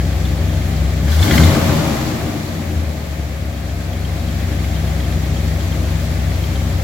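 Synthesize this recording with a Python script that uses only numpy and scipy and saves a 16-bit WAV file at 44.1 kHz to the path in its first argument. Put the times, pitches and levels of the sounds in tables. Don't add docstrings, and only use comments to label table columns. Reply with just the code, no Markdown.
import sys
import numpy as np
from scipy import signal
from scipy.fft import rfft, irfft, next_fast_len
from scipy.io import wavfile
from scipy.ndimage import uniform_filter1d

SR = 44100
rng = np.random.default_rng(int(sys.argv[2]) if len(sys.argv) > 2 else 0)


def ratio(d):
    e = np.asarray(d, float) / 20
    return 10 ** e


def master(y):
    cut = np.clip(np.atleast_2d(y).T, -1, 1)
    pcm = np.round(cut * 32767)
    wavfile.write(sys.argv[1], SR, pcm.astype(np.int16))


N = 301203

IDLE_FIRINGS = 66.5

# (time [s], gain [dB])
GAIN_CONTROL = [
    (1.2, 0.5),
    (1.6, -3.5),
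    (3.4, -4.5),
    (3.8, -3.5),
    (4.5, -0.93),
    (5.3, -0.5),
]


def in_time(rows):
    s, *columns = np.transpose(rows)
    return [np.interp(np.arange(N) / SR, s, c) for c in columns]


def at_hz(points, hz):
    table_hz, value = np.array(points).T
    return np.interp(np.log(hz), np.log(table_hz), value)


def drift(rate):
    r = np.exp(-80 * np.pi * rate / SR)
    slow = signal.lfilter([1], [1, -2 * r, r * r], rng.standard_normal(N // 40 + 4002))[4000:]
    return np.interp(np.arange(N) / 40, np.arange(len(slow)), slow / slow.std())


def swelling(events):
    t = np.arange(N) / SR
    return sum(db * np.exp(-((t - s) / width) ** 2) for s, db, width in events)


def evened(x, span_s=0.76):
    power = np.mean(np.atleast_2d(x) ** 2, axis=0)
    for _ in range(2):
        power = uniform_filter1d(power, int(span_s * SR))
    return x / np.sqrt(power + 1e-12)


def band(x, low_hz, high_hz, order=2):
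    edges_hz = [low_hz, min(high_hz, .45 * SR)]
    return signal.sosfilt(signal.butter(order, edges_hz, "band", fs=SR, output="sos"), x)


def coloured(x, spectrum):
    hz = np.maximum(np.arange(N // 2 + 1) * SR / N, 1)
    return irfft(rfft(x) * ratio(at_hz(spectrum, hz)), N)


def resonate(x, modes):
    out = 0
    for k, (hz, width, db) in enumerate(modes):
        r = np.exp(-np.pi * width / SR)
        top = ratio(db) * (-1) ** k * (1 - r * r) / 2
        out = out + signal.lfilter([top, 0, -top], [1, -2 * r * np.cos(2 * np.pi * hz / SR), r * r], x)
    return out


def revved(firing):
    return np.clip((firing - 85) / 50, 0, 1)


def loudness(layer, firing):
    # (time [s], extra effort [dB])
    foot = [
        (1.02, 1.5),
        (1.09, 4),
        (1.125, 7.5),
        (1.19, 6),
        (1.24, 10.5),
        (1.285, 8),
        (1.36, 8.5),
        (1.46, 4.5),
        (1.56, 3),
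    ]
    layers = {"boom": (-18, -4, 0.17, 1.42), "growl": (-23.5, 8.5, 0.13, 1.42),
              "roar": (-33.5, 8.5, 0.12, 0.75), "gear": (-38, 7.5, 0.72, 0.93),
              "fan": (-39.5, 9, 0.82, 1.2), "intake": (-45.5, 8.5, 0.99, 1.14)}
    idle_db, doubling_db, throttle, duck = layers[layer]
    speed_db = doubling_db * np.log2(firing / IDLE_FIRINGS)
    return idle_db + speed_db + throttle * in_time(foot)[0] + duck * in_time(GAIN_CONTROL)[0]


def orders(firing, cycle):
    slot_idle = [0, -14, -8, 0, -6, -8, -12, -10]
    slot_revved = [3, -16, -14, -18, 0, -12, -14, -10]
    single_orders = {7: -6, 17: 5, 20: -9, 29: 5, 33: 5, 36: 8}
    # (frequency [Hz], level [dB])
    pipes = [(35, -42), (56, -18), (66, 0), (93, -2.5), (101, -17), (120, -12), (134, -24), (150, -16),
             (159, -8), (171, -15), (200, -26), (230, -15), (265, -28), (360, -32)]
    # (time [s], level [dB], half width [s])
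    pipe_rings = [
        (.5, 8, 1.),
        (5.2, 8, .3),
        (5.92, 7, .22),
        (6.6, 3, .4),
    ]
    step = 8
    boom, growl = 0, 0
    slow_firing, slow_cycle = firing[::step], cycle[::step]
    rev, ring_db = revved(slow_firing), swelling(pipe_rings)[::step] - 2
    for k in range(2, 45):
        hz = k * slow_firing / 8
        slot_db = (1 - rev) * (slot_idle[k % 8] + single_orders.get(k, 0)) + rev * slot_revved[k % 8]
        ring = ring_db * np.exp(-((hz - 159) / 8) ** 2)
        pipe_db = at_hz(pipes, hz) + ring - 60 * (hz > 380)
        level_db = slot_db + pipe_db + 1.5 * drift(3.4)[::step]
        spread = .22 - k * k / 8
        line = ratio(level_db) * np.cos(2 * np.pi * (k * slow_cycle + spread))
        low = np.clip((115 - hz) / 10, 0, 1)
        boom, growl = boom + low * line, growl + (1 - low) * line
    return [evened(signal.resample_poly(v, step, 1)[:N]) for v in (boom, growl)]


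def puffs(cycle, spread):
    fired = np.diff(np.floor(8 * cycle), prepend=0) > 0
    return fired * rng.standard_normal(N) + spread * rng.standard_normal(N)


def fan_and_pumps(firing, cycle):
    # (order [per cycle], level against the growl [dB])
    pumps = [
        (9.5, -8),
        (18.5, -12),
    ]
    hum = ratio(-2 + drift(1)) * np.sin(2 * np.pi * 14.5 * cycle)
    for order, db in pumps:
        hum = hum + ratio(db + 2 * drift(1.3)) * np.sin(2 * np.pi * order * cycle)
    return hum * (1 - revved(firing))


def exhaust(firing, cycle, kicks, wide):
    # (frequency [Hz], width [Hz], level [dB])
    boom_modes = [(70, 18, -5), (90, 18, 0)]
    growl_modes = [(125, 29, -5), (163.6, 38.7, -3), (201.8, 41.3, -4), (234.3, 32.7, -3),
                   (274, 23.3, -7.5), (303, 22.6, -4.5), (385, 38, -13.5)]
    roar_modes = [(414.5, 20.3, 2.5), (506, 40, 0.5), (562, 30.3, 3.5), (635, 30, 2), (694.6, 28, 1),
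                  (777, 63, -5), (884, 30, -9.5)]
    # (time [s], level [dB], half width [s])
    boom_swells = [(1.12, 4.5, 0.047), (1.22, 7, .06), (1.36, 8, 0.078), (1.48, 14.5, 0.075),
                   (1.62, 6.5, 0.066), (1.73, 12, 0.071), (1.85, 2, .03), (2.29, 2, .06),
                   (2.45, -4.5, 0.13), (2.79, 8.5, 0.1), (3.03, -3, 0.074), (3.19, 3.5, 0.063),
                   (3.46, 3, 0.046)]
    # (time [s], level [dB], half width [s])
    growl_swells = [
        (1.05, 4, 0.069),
        (1.2, -2.5, 0.089),
        (1.36, 2, 0.043),
        (1.74, 1, 0.03),
        (2.56, 2, 0.054),
        (2.75, 3, 0.056),
        (5.23, 2.5, .15),
    ]
    boom_db = loudness("boom", firing) + swelling(boom_swells)
    growl_db = loudness("growl", firing) + swelling(growl_swells)
    roar_db = loudness("roar", firing)
    uneven = ratio(-18 + 13 * np.clip((firing - 71) / 22, 0, 1))
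    rush = 0.053 * rng.standard_normal((2, N))

    boom, growl = orders(firing, cycle)
    boom = boom + uneven * evened(band(resonate(kicks + .3 * wide, boom_modes), 57., 120.))

    puff_growl = evened(resonate(kicks + 2.03 * rush[0] + 0.73 * wide, growl_modes))
    growl = ratio(6 * revved(firing)) * growl
    growl = growl + fan_and_pumps(firing, cycle) + ratio(15.5) * uneven * puff_growl

    roar = evened(band(resonate(kicks + 1.87 * rush[1] + 2.14 * wide, roar_modes), 375.0, 1400.0))
    rasp = evened(band(kicks + rush + wide, 860.0, 1370.0))
    roar = roar + ratio(-5.5) * revved(firing) ** .5 * rasp

    shake = band(rng.standard_normal(N), 30., 55.)
    rumble = ratio(roar_db - 10.5) * evened(shake)
    low = ratio(boom_db) * evened(boom, 0.37) + ratio(growl_db) * evened(growl, 0.36) + rumble
    low = np.array([np.roll(low[0], 3), low[1]])
    return low * ratio([[1.5], [-1.8]]) + ratio(roar_db) * roar * ratio([[1.1], [-1.1]])


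def hiss(firing, cycle, patchy_db, beat_db):
    # (frequency [Hz], density [dB per Hz])
    air = [(600, 11), (900, -4.5), (1200, -2.5), (1390, -5), (1900, -3), (2300, -3.5), (2750, -8),
           (3300, -8), (4610, -9), (4910, -11.5), (7510, -12.5), (8610, -20), (10700, -16), (15900, -16.5)]
    # (frequency [Hz], left-right likeness [0-1])
    likeness = [(900, .2), (1400, .12), (2200, .12), (3100, .05), (6800, 0), (15000, 0)]
    # (frequency [Hz], left minus right [dB])
    lean = [(900, 2), (2400, 1.4), (4400, 2), (6500, 4), (9000, 5), (13000, 6.5)]
    edges = [800, 1150, 1700, 2600, 3800, 5500, 8000, 11500, 17000]
    together = drift(9.)
    white = coloured(rng.standard_normal((2, 2, N)), air)
    beat = np.cos(2 * np.pi * cycle) * drift(0.76) + np.cos(2 * np.pi * 3 * cycle)
    parts = np.zeros((3, 2, N))
    for k, (low, high) in enumerate(zip(edges, edges[1:])):
        mid, side = band(white[k % 2], low, high, order=3)
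        hz = np.sqrt(low * high)
        alike = np.clip(at_hz(likeness, hz), -1, 1)
        gain_db = patchy_db * (0.34 * together + drift(9.4)) + beat_db * beat
        pair = np.sqrt(1 + alike) * mid + np.sqrt(1 - alike) * side * [[1], [-1]]
        balance = ratio(at_hz(lean, hz) * np.array([[.5], [-.5]]))
        parts[k // 3] += ratio(gain_db) * balance * pair
    out = 0
    for layer, part in zip(("gear", "fan", "intake"), parts):
        out = out + ratio(loudness(layer, firing) + 1.0) * evened(part, 0.29)
    return out


def clatter(firing):
    gear_db, intake_db = loudness("gear", firing), loudness("intake", firing)
    sizes = ratio(3.4 * np.minimum(rng.exponential(1, (3, N)), 4.5)) * rng.choice([-1, 1], (3, N))
    clicks = sizes * (rng.random((3, N)) < 200. / SR) + 1e-18
    clicks = clicks[:2] + 0.62 * clicks[2]
    # (frequency [Hz], width [Hz], level [dB])
    covers = [(1169, 21, -1.5), (1550, 81, 1.0), (1750, 91, 1), (1960, 34, -5), (2060, 83, 2.0),
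              (2180, 140, -0.5), (3270, 47, -6.0), (3510, 29, 1.0), (4510, 50, -1)]
    shield = ratio(intake_db - 14.0) * evened(band(clicks, 11000.0, 18000.0), .5) * ratio([[2.], [-4.]])
    return ratio(gear_db - 11.0 + 1.2 * revved(firing)) * evened(resonate(clicks, covers), 0.48) + shield


def struck(events, decay_s, crack, crack_hz, boost_db):
    out, t = np.zeros(N), np.arange(int(.06 * SR)) / SR
    shape = (1 - np.exp(-t / 0.002)) * np.exp(-t / decay_s)
    grits = band(rng.standard_normal((len(events), len(t))), *crack_hz)
    for (s, peak_db, hz), grit in zip(events, grits):
        i = max(round((s - .001) * SR), 0)
        blow = np.sin(2 * np.pi * hz * t) + crack * grit
        out[i:i + len(t)] += (ratio(peak_db + boost_db) * shape * blow)[:N - i]
    return out


def tappet(firing, cycle):
    # (time [s], peak [dB], ring [Hz])
    loud_ticks = [(0.2528, -24.5, 3480), (1.0834, -29, 3150), (1.1192, -24, 3400), (1.1937, -23, 3520),
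                  (1.2281, -13, 3490), (1.3098, -16.5, 3250), (1.3792, -15.5, 3140), (1.4361, -16.5, 3550),
                  (3.695, -34, 3240), (3.932, -31.5, 3260), (4.05, -26.5, 3190), (4.2867, -33, 3220),
                  (4.7623, -30, 3180), (5.002, -29, 3270), (5.1223, -30, 3210), (5.3657, -28.5, 3240),
                  (5.607, -28, 3210), (5.7229, -29, 3160), (6.4395, -28, 3180), (6.5577, -25.5, 3180)]
    # (time [s], peak [dB], ring [Hz])
    loud_knocks = [(1.0784, -24, 1690), (1.1278, -22, 1534), (1.1887, -29, 2120), (1.2281, -20, 2180),
                   (1.2805, -20, 2190), (1.3096, -12.5, 2010), (1.3110, -18, 1440), (1.3384, -17, 1960),
                   (1.3778, -8, 2080), (1.4017, -14.5, 1550), (1.4341, -13, 2070), (1.471, -16.5, 2060),
                   (1.548, -20, 1540), (1.5893, -26, 2260), (1.6921, -21, 1550), (3.8114, -30, 1730),
                   (4.5261, -29, 1710), (4.6453, -29, 2110), (4.9982, -27, 1960), (5.246, -28, 1900),
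                   (5.5119, -33, 1840), (5.9913, -33, 1730)]
    # (part of cycle [0-1], tick [dB], tick ring [Hz], knock [dB], knock ring [Hz])
    cam = [
        (.045, -36, 3230, -33, 1850),
        (.405, -38.5, 3250, -36.5, 2040),
        (.68, -41.5, 3560, -40, 1750),
    ]
    cushion_db = -38 * np.log2(firing / IDLE_FIRINGS)
    gain_db = in_time(GAIN_CONTROL)[0] + cushion_db
    level_spread_db, ring_spread = 2.0, 0.039
    ticks, knocks = list(loud_ticks), list(loud_knocks)
    loud_s = np.array(loud_ticks)[:, 0]
    for part, tick_db, tick_hz, knock_db, knock_hz in cam:
        at = np.flatnonzero(np.diff(np.floor(cycle - part)))
        at = at[np.abs(at[:, None] / SR - loud_s).min(axis=1) > .012]
        luck = rng.standard_normal((len(at), 4))
        tick_peaks = tick_db + gain_db[at] + level_spread_db * luck[:, 0]
        ticks += zip(at / SR, tick_peaks, tick_hz * (1 + 0.31 * ring_spread * luck[:, 1]))
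        knock_peaks = knock_db + gain_db[at] + level_spread_db * luck[:, 2]
        knocks += zip(at / SR, knock_peaks, knock_hz * (1 + 1.5 * ring_spread * luck[:, 3]))
    bright = struck(ticks, decay_s=0.0049, crack=1.45, crack_hz=(3000., 4300.), boost_db=4.5)
    dull = struck(knocks, decay_s=0.0058, crack=2.95, crack_hz=(1450., 2300.), boost_db=1.2)
    return bright + dull


def hall(x, t60, cut_hz):
    size = next_fast_len(N + 2 * SR)
    hz = np.arange(size // 2 + 1) * SR / size
    decay = t60 / (1 + hz / cut_hz)
    sides = []
    for lags in rng.uniform(.03, .09, (2, 8)):
        loops = [ratio(-60 * lag / decay) * np.exp(-2j * np.pi * hz * lag) for lag in lags]
        sides.append(sum(g * np.sqrt(1 - abs(g) ** 2) / (1 - g) for g in loops) / np.sqrt(len(lags)))
    return irfft(rfft(x, size)[..., None, :] * np.array(sides), size)[..., :N]


def open_intake(bay, firing):
    climb = np.gradient(uniform_filter1d(firing, SR // 10)) * SR
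    opening = np.clip(climb / 150, 0, 1)
    return bay - 0.48 * opening * resonate(bay, [(2570, 400, 0)])


def scene():
    # (time [s], speed [firings per s])
    speed = [(0.0, 65.14), (0.883, 66.72), (1.007, 66.18), (1.197, 81.33), (1.264, 102.15), (1.372, 146.6),
             (1.476, 175.81), (1.561, 178.02), (1.756, 162.77), (2.278, 100.36), (2.452, 90.53),
             (2.976, 74.76), (3.319, 70.43), (3.759, 67.34), (4.768, 67.44), (5.276, 65.55), (5.67, 67.64),
             (6.83, 66.42)]
    firing, = in_time(speed)
    cycle = .993 + np.cumsum(firing) / SR / 8
    kicks, blows = puffs(cycle, spread=0.048), tappet(firing, cycle)
    wide, echoes = hall(np.array([kicks, blows]), t60=1.53, cut_hz=4500.0)
    bay = hiss(firing, cycle, patchy_db=0.64, beat_db=0.24) + clatter(firing)
    bay = bay + blows * ratio([[.7], [-.7]]) + ratio(-11.0) * echoes
    return exhaust(firing, cycle, kicks, wide) + open_intake(bay, firing)


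def roll_off(x):
    return signal.sosfilt(signal.butter(12, 16160, fs=SR, output="sos"), x)


def record(dry):
    # (frequency [Hz], level [dB])
    top_edge = [(15940, 0), (16150, -110)]
    mix = coloured(np.clip(dry, -1, 1), top_edge)
    return roll_off(mix)


dry = scene()
out = record(dry)
master(out)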